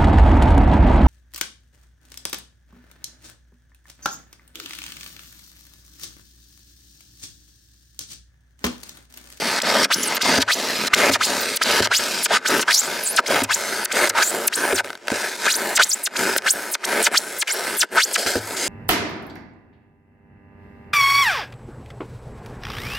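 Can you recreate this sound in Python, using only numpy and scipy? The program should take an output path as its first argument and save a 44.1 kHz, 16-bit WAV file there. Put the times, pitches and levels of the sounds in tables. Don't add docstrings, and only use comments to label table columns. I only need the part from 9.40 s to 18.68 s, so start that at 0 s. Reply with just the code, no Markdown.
import sys
import numpy as np
from scipy import signal
from scipy.io import wavfile
from scipy.ndimage import uniform_filter1d

SR = 44100
rng = np.random.default_rng(int(sys.argv[2]) if len(sys.argv) > 2 else 0)


def convert_level_to_amplitude(level_db):
    exponent = np.asarray(level_db, float) / 20
    return 10 ** exponent


def master_out(mix):
    frames = np.transpose(np.atleast_2d(mix))
    ceiling = np.clip(frames, -1, 1)
    pcm = np.round(ceiling * 32767).astype(np.int16)
    wavfile.write(sys.argv[1], SR, pcm)


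N = 409248

# [t/s, peak level/dB, pitch f/Hz, slow flexing level/dB]
KNOCK_EVENTS = [
    (0.983, -11, 270, -35),
    (1.697, -11, 240, -35),
    (2.403, -13, 186, -30.5),
    (4.018, -12.5, 268, -32),
    (4.679, -30, 427, -41.5),
    (5.33, -12, 389, -37),
    (5.718, -12.5, 229, -48),
    (8.862, -17, 489, -44),
    (8.955, -8.5, 472, -24.5),
]
# [t/s, share of the way to the microphone]
CUT_PATH = [
    (0, 0.053),
    (6, 0.96),
    (8.7, 1),
    (8.8, 1),
]


def evened(x):
    return x / np.sqrt(np.mean(x ** 2) + 1e-20)


def read(points, hz):
    f, value = np.transpose(points)
    return np.interp(np.log(hz + 1), np.log(f + 1), value)


def add(mix, s, sound):
    part = mix[round(s * SR):][:len(sound)]
    part += sound[:len(part)]


def coloured(x, db_of):
    hz = abs(np.fft.fftfreq(8192, 1 / SR))
    log_gain = np.log(convert_level_to_amplitude(np.maximum(db_of(hz), -90)))
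    minimum_phase = np.exp(np.conj(signal.hilbert(log_gain)))
    taps = np.fft.ifft(minimum_phase).real[:4096]
    return signal.oaconvolve(x, taps)[:len(x)]


def wander(size):
    once = uniform_filter1d(rng.standard_normal(N), size)
    return evened(uniform_filter1d(once, size))


def above(hz, edge_hz, slope):
    return -10 * np.log10(1 + (edge_hz / (hz + 1)) ** slope)


def below(hz, edge_hz, slope):
    return -10 * np.log10(1 + (hz / (edge_hz + 1)) ** slope)


def drifting(x, hz_bins, frames, gain):
    z = signal.stft(x, nperseg=512)[2]
    fields = rng.standard_normal((2,) + z.shape)
    fields = uniform_filter1d(fields, hz_bins, 1)
    a, b = uniform_filter1d(fields, frames, 2)
    return signal.istft(z * gain(evened(a), evened(b)), nperseg=512)[1][:len(x)]


def air():
    # [f/Hz, level/dB]
    air_colour = [(24, -49), (40, -60), (412, 19), (8550, -20), (16000, -38)]
    hush = [evened(coloured(noise, lambda hz: read(air_colour, hz))) for noise in rng.standard_normal((2, N))]
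    return convert_level_to_amplitude(-56) * np.array(hush)


def snaps():
    # [t/s, peak level/dB]
    snap_events = [(0.984, -7.5), (1.698, -16), (2.4725, -6.5), (3.195, -3), (4.019, -14), (5.325, -6.5),
                   (5.4455, -16.5), (5.5035, -15), (5.5305, -19.5), (5.5532, -19), (5.575, -27),
                   (5.616, -42), (5.6724, -13), (5.682, -5), (5.7024, -9), (5.7294, -14), (5.7426, -16),
                   (6.963, -4), (7.0216, -18), (7.716, -21), (8.773, -23), (8.864, -8), (9.108, -17)]
    creep = [(s, -24) for s in np.arange(5.452, 5.512, .0075)]
    ticks = list(snap_events) + creep
    out, t = np.zeros(N), np.arange(800) / SR
    bursts = rng.standard_normal((len(ticks), len(t))) * convert_level_to_amplitude(-60 * t / 0.0094)
    for (s, db), burst in zip(ticks, bursts):
        add(out, s, convert_level_to_amplitude(db + 3.0) * burst)
    return coloured(out, lambda hz: below(hz, 2560, 3.5) + above(hz, 300, 1.8))


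def knocks():
    out, t = np.zeros(N), np.arange(16000) / SR
    rattle = rng.standard_normal((len(KNOCK_EVENTS), len(t)))
    ring_fade_s, flex_fade_s, flex_rise_s = 0.11, 0.52, 0.0085
    flexing = np.sin(2 * np.pi * 105 * t) * (1 + .5 * np.cos(2 * np.pi * 21 * t))
    flexing = flexing * convert_level_to_amplitude(-60 * t / flex_fade_s) * (1 - np.exp(-t / flex_rise_s))
    for (s, db, hz, flex_db), noise in zip(KNOCK_EVENTS, rattle):
        ring = np.sin(2 * np.pi * hz * t) + 0.97 * np.sin(2 * np.pi * 265 * t)
        thud = 8.0 * uniform_filter1d(noise, size=40)
        hit = convert_level_to_amplitude(db - 11.5 - 60 * t / ring_fade_s) * (ring + thud)
        add(out, s, hit + convert_level_to_amplitude(flex_db) * flexing)
    return out


def slip_runs():
    # [t/s, length t/s, slip rate halfway f/Hz, at the end f/Hz, level/dB]
    starts = [(0.215, 0.0086, 4280, 9300, -22), (0.5, 0.049, 2350, 6650, -27),
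              (0.808, 0.02, 3290, 6400, -27), (1.077, 0.07, 2468, 7400, -27), (1.53, 0.02, 2490, 7750, -25),
              (1.801, 0.064, 2950, 10850, -30), (2.211, 0.028, 2660, 8000, -27.5),
              (2.506, 0.081, 3130, 8220, -27), (3.049, 0.04, 3380, 8800, -30),
              (3.857, 0.026, 4700, 7500, -32.5), (4.088, 0.065, 2285, 8400, -28.5),
              (4.511, 0.018, 2660, 10500, -28.5), (5.121, 0.047, 5070, 11800, -33),
              (6.058, 0.074, 2396, 7190, -29), (6.382, 0.065, 1785, 7860, -27),
              (6.752, 0.026, 2870, 10300, -34), (7.058, 0.081, 5080, 14900, -28),
              (7.433, 0.025, 2710, 12700, -33.5), (7.738, 0.05, 2600, 7860, -28),
              (8.563, 0.089, 2390, 7650, -27.5)]
    # [t/s, length t/s, slip rate at first f/Hz, halfway f/Hz, level/dB]
    stops = [(0.441, 0.013, 5530, 4230, -27.5), (0.765, 0.011, 7850, 4070, -31.5),
             (1.015, 0.018, 4700, 3950, -30), (1.47, 0.01, 7830, 5170, -32),
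             (1.722, 0.042, 9930, 3880, -29.5), (2.158, 0.019, 15270, 10870, -27.5),
             (2.444, 0.021, 6840, 1910, -33), (2.83, 0.036, 11370, 8410, -27.5),
             (3.21, 0.024, 8480, 6060, -31.5), (3.761, 0.036, 10340, 2430, -27),
             (4.035, 0.015, 9500, 6350, -31.5), (4.445, 0.016, 13630, 9130, -27),
             (4.691, 0.013, 10280, 6330, -30), (5.069, 0.017, 13200, 8760, -26.5),
             (5.343, 0.068, 10300, 4010, -33.5), (6.352, 0.032, 8350, 4910, -31.5),
             (6.633, 0.046, 12780, 7550, -31), (6.965, 0.023, 14900, 12330, -26.5),
             (7.313, 0.043, 14740, 9750, -29.5), (7.625, 0.052, 10200, 6570, -29.5),
             (7.984, 0.049, 13880, 7500, -31), (8.367, 0.072, 14490, 6740, -29),
             (8.729, 0.039, 12580, 5150, -29.5)]
    # [t/s, length t/s, slip rate at first f/Hz, at the end f/Hz, level/dB]
    squeaks = [(0.199, 0.0069, 4840, 1390, -30.5), (0.566, 0.12, 9900, 10500, -36),
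               (0.635, 0.042, 10900, 11300, -43), (0.628, 0.02, 7200, 5360, -30.5),
               (0.675, 0.01, 8800, 8750, -24), (0.747, 0.012, 15000, 12400, -29.5),
               (2.005, 0.02, 15200, 14400, -32), (2.897, 0.079, 647, 1500, -31),
               (3.176, 0.0099, 12800, 11200, -34), (3.273, 0.051, 907, 2408, -28.5),
               (3.306, 0.047, 2460, 7750, -29), (3.336, 0.075, 4270, 7460, -27),
               (3.412, 0.067, 5500, 9100, -40.5), (3.635, 0.041, 12160, 6870, -31),
               (3.673, 0.059, 7700, 12500, -31.5), (4.744, 0.039, 798, 1297, -29.5),
               (4.777, 0.059, 702, 2330, -28.5), (4.821, 0.02, 3690, 7200, -30.5),
               (4.823, 0.087, 6400, 8140, -34), (6.139, 0.04, 3600, 14900, -33),
               (6.488, 0.032, 10470, 4860, -31), (6.514, 0.032, 4160, 8600, -29.5),
               (8.072, 0.045, 2360, 2165, -34.5), (8.097, 0.048, 4400, 13800, -33)]
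    grip_hz, stall_hz = 953, 712.4
    runs = [(s, d, grip_hz, mid, top, db) for s, d, mid, top, db in starts]
    runs += [(s, d, top, mid, stall_hz, db) for s, d, top, mid, db in stops]
    runs += [(s, d, a, np.sqrt(a * b), b, db) for s, d, a, b, db in squeaks]
    return sorted(runs)


def squeals():
    flutter_db, overtone_db, beside_db = -0.5, -7, -4
    jitter, spread, grip_pull = .06, .22, 0.067
    out = np.zeros(N)
    spots = [(offset, wander(size=24), wander(size=40), wander(size=300)) for offset in (-1, 0, 1)]
    for s, length, a_hz, mid_hz, b_hz, db in slip_runs():
        u = np.linspace(0, 1, round(length * SR))
        at = slice(round(s * SR), round(s * SR) + len(u))
        bend = np.sqrt(a_hz) * (1 - u) * (1 - 2 * u)
        bend += 4 * np.sqrt(mid_hz) * u * (1 - u)
        bend += np.sqrt(b_hz) * u * (2 * u - 1)
        rate_hz = bend ** 2
        loose = np.minimum(1, (2600 / rate_hz) ** 1.3)
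        quick = abs(np.log(b_hz / a_hz)) / length
        loose = np.maximum(loose, np.minimum(.8, quick / 90))
        edges = np.minimum(1, np.minimum(u * a_hz / 9, (1 - u) * b_hz / 2.44) * length)
        for offset, drift, flutter, grip in spots:
            unsteady = jitter * (1 + 2 * abs(offset)) * drift[at]
            hz = rate_hz * (1 + loose * (grip_pull * grip[at] + unsteady + spread * offset))
            turns = 2 * np.pi * np.cumsum(hz) / SR
            slips = 0
            for k in range(1, 7):
                audible = k * hz < 16500
                slips = slips + convert_level_to_amplitude(overtone_db * np.log2(k)) * np.cos(k * turns) * audible
            level_db = db + 7 + flutter_db * flutter[at] + abs(offset) * (beside_db + 5.58 * grip[at])
            add(out, s, convert_level_to_amplitude(level_db) * edges * slips)
    return coloured(out, lambda hz: below(hz, 10560, 4.0))


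def stroke_gains(t):
    # [start t/s, end t/s, early pressure level/dB, late level/dB, weight on the board level/dB]
    pushes = [(.213, .457, -25.5, -23.5, -0.5), (.8, 1.032, -25, -25, -0.5), (1.533, 1.765, -24, -27, 0.5),
              (2.213, 2.466, -23.5, -24, -1.5), (2.885, 2.985, -22.5, -29, -4), (3.047, 3.235, -25, -28, 0),
              (3.855, 4.051, -25, -28, -1), (4.505, 4.706, -27, -26, 0.5), (5.125, 5.41, -29.5, -33, 1),
              (5.67, 5.96, -28.5, -33, -3.5), (6.74, 6.99, -27, -32.5, -0.5),
              (7.424, 7.683, -33, -28.5, 0.5), (8.07, 8.447, -32.5, -33, -0.5)]
    pulls = [(-.03, .195, -25, -25.5, -0.5), (.5, .78, -30.5, -26, 0.5), (1.08, 1.484, -27.5, -24.5, -1),
             (1.8, 2.173, -23, -26.5, -2), (2.51, 2.868, -23.5, -25, -2), (3.262, 3.805, -28.5, -30, -1),
             (4.088, 4.458, -29.5, -28.5, -0.5), (4.74, 5.088, -30, -35.5, 3.5), (6.05, 6.378, -31, -33, 3),
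             (6.385, 6.68, -34, -40.5, 0.5), (7.03, 7.357, -32.5, -35.5, 1), (7.715, 8.03, -35, -35.5, 0),
             (8.53, 8.765, -35.5, -30.5, -2)]
    slides = [
        (5.435, 5.56, -48, -61, 6.5),
        (5.56, 5.66, -79, -86, 12),
        (5.945, 6.07, -39, -24, -2),
        (7.712, 7.745, -47.5, -39.5, 10),
        (8.51, 8.575, -50.5, -36, 9),
        (8.772, 8.86, -22.5, -27, -4),
        (8.86, 9.0, -21, -34, -2.5),
        (9.0, 9.16, -42, -35.5, 3),
        (9.16, 9.4, -24, -20, -5),
    ]
    # [rise t/s, fall t/s, (boom, crunch, hiss, dust) about the pressure level/dB,
    # extra weight in mid stroke level/dB]
    push = (0.055, 0.014, (-5.5, -3.5, 2, -12.5), 3.58)
    pull = (0.044, 0.0047, (-6.5, -5, -0.5, -11), 0.13)
    slide = (0.0091, 0.013, (-6, -7.5, 2, -11.5), 0.23)
    weight_share = (1.74, 1.4, 0.24, 1.24)
    near_db = (-1.5, -0.5, -6, 5.5)
    rest_db = (-83.5, -61, -60, -76)
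    ramp_share = (0.43, 0.64, 1, 0.99)
    ramp_db, rise_bend, fall_lead = 18, 1.3, 0.69
    near = np.outer(near_db, np.interp(t, *np.transpose(CUT_PATH)))
    out = convert_level_to_amplitude(rest_db)[:, None] * np.ones(len(t))
    for rows, (rise_s, fall_s, band_db, swell_db) in ((pushes, push), (pulls, pull), (slides, slide)):
        for start, end, early_db, late_db, weight_db in rows:
            rise = np.maximum(1 - (t - start) / rise_s, 0) ** rise_bend
            fall = np.maximum((t - end) / fall_s + fall_lead, 0) ** 2
            through = np.clip((t - start) / (end - start), 0, 1)
            swell = swell_db * np.sin(np.pi * through ** 1.15)
            lean = np.interp(t, (start + rise_s, end), (early_db, late_db))
            lean = lean - ramp_db * np.outer(ramp_share, rise + fall)
            weight = np.outer(weight_share, weight_db + swell)
            out = out + convert_level_to_amplitude(lean + near + np.array(band_db)[:, None] + weight)
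    return out


def slip_focus(t):
    band_hz = (350, 1500, 4600, 11000)
    focus_db, below_db_per_oct, above_db_per_oct = 10.5, 13, 3.5
    faint_db, full_db = -43, -13
    thin_hz, thin_db_per_oct = 7500, 10
    start_lead_s, stall_lead_s = 0.084, 0.0026
    focus = np.zeros((len(band_hz), len(t)))
    for s, length, *hz, db in slip_runs()[::-1]:
        lead = start_lead_s if hz[0] < hz[2] else stall_lead_s
        on = (t >= s - lead) & (t < s + length)
        octave = np.interp(t[on], s + length * np.array([0, .5, 1]), np.log2(hz))
        db = db - thin_db_per_oct * np.maximum(octave - np.log2(thin_hz), 0)
        under = octave - np.log2(band_hz)[:, None]
        away_db = np.maximum(below_db_per_oct * np.minimum(under, 3.5), -above_db_per_oct * under)
        strength = np.clip((db - faint_db) / (full_db - faint_db), 0, 1)
        onset = np.minimum((t[on] - s) / lead + 1, 1)
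        focus[:, on] = strength * onset * (focus_db - away_db)
    return uniform_filter1d(focus, size=9, axis=1)


def pressure():
    t = np.arange(0, N + 64, 64) / SR
    bands = stroke_gains(t) * convert_level_to_amplitude(slip_focus(t))
    return [np.interp(np.arange(N) / SR, t, band) for band in bands]


def cells(per_s, spread_db, clump_db):
    uneven_db = spread_db * np.minimum(rng.exponential(1, N), 4)
    size = convert_level_to_amplitude(uneven_db + clump_db * wander(size=90))
    return size * (rng.random(N) < per_s / SR) * rng.standard_normal(N)


def rasp():
    # [f/Hz, level/dB]
    rasp_colour = [(50, -15), (219, 3.5), (1110, -1), (2650, -2.5), (4970, 0), (10000, -9.5),
                   (14800, -17.5), (16300, -23)]
    near, fine = cells(3500, 0.55, 0.38), cells(14000, 0.5, 2.0)
    shared = 0.6 * evened(near) + 0.8 * evened(fine)
    bands = [(near, 60, 900), (near, 900, 2500), (shared, 2500, 8500), (shared, 8500, 17000)]  # from, to Hz
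    out = 0
    for gain, (bursts, lo_hz, hi_hz) in zip(pressure(), bands):
        band = coloured(bursts, lambda hz: read(rasp_colour, hz) + above(hz, lo_hz, 9.3)
                        + below(hz, hi_hz, 12.24))
        out = out + gain * evened(band)
    halt_db = np.zeros(N)
    for s, *_ in KNOCK_EVENTS[:-2]:
        add(halt_db, s + 0.0011, -14 * np.hanning(900))
    return drifting(out * convert_level_to_amplitude(halt_db), hz_bins=5, frames=36, gain=lambda a, b: convert_level_to_amplitude(2.3 * a))


def board(x):
    # [f/Hz, width f/Hz, level/dB with the cut far away, level/dB with it close]
    resonances = [(150, 240, 4, -4), (265, 50, 3.5, -5), (346, 230, -3, 5), (573, 240, 4.5, 5.5),
                  (770, 140, -3.5, -0.5), (1170, 210, 3.5, -4), (1500, 395, 2, 7), (2120, 130, 1.5, 3.5),
                  (4850, 980, 1.5, 1), (7650, 4000, -3, 3.5)]

    def resonance_db(hz, column):
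        return sum(m[column] / (1 + (2 * (hz - m[0]) / m[1]) ** 2) for m in resonances)

    far = coloured(x, lambda hz: resonance_db(hz, 2))
    close = coloured(x, lambda hz: resonance_db(hz, 3))
    share = np.clip(np.interp(np.arange(N) / SR, *np.transpose(CUT_PATH)), 0, 1)
    x = (1 - share) * far + share * close
    t = np.arange(3000) / SR
    tail = rng.standard_normal(len(t)) * convert_level_to_amplitude(-60 * t / 0.044)
    tail = coloured(tail, lambda hz: below(hz, 1950, 7.9))
    return x + convert_level_to_amplitude(-19) * signal.oaconvolve(x, tail / np.linalg.norm(tail))[:N]


def stereo(mid):
    # [f/Hz, level/dB against the middle]
    width = [(60, -104), (240, -23), (950, -18.5), (3770, -9.5), (15000, -8.5)]
    scattered = drifting(mid, hz_bins=3, frames=6, gain=lambda a, b: (a + 1j * b) / np.sqrt(2))
    side = coloured(scattered, lambda hz: read(width, hz))
    return np.array([1.06 * mid + side, mid - side])


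def scene():
    return air() + stereo(board(snaps() + knocks() + squeals() + rasp()))


def roll_off(x):
    return signal.sosfilt(signal.butter(12, 16440, fs=SR, output="sos"), x)


def record(dry):
    thin = signal.sosfilt(signal.butter(2, 95, "high", fs=SR, output="sos"), dry)
    rounded = np.tanh(thin)
    band_limit = signal.firwin(255, 16200, window=("kaiser", 9), fs=SR)
    return roll_off(signal.oaconvolve(rounded, band_limit[None], "same"))


dry = scene()
out = record(dry)
master_out(out)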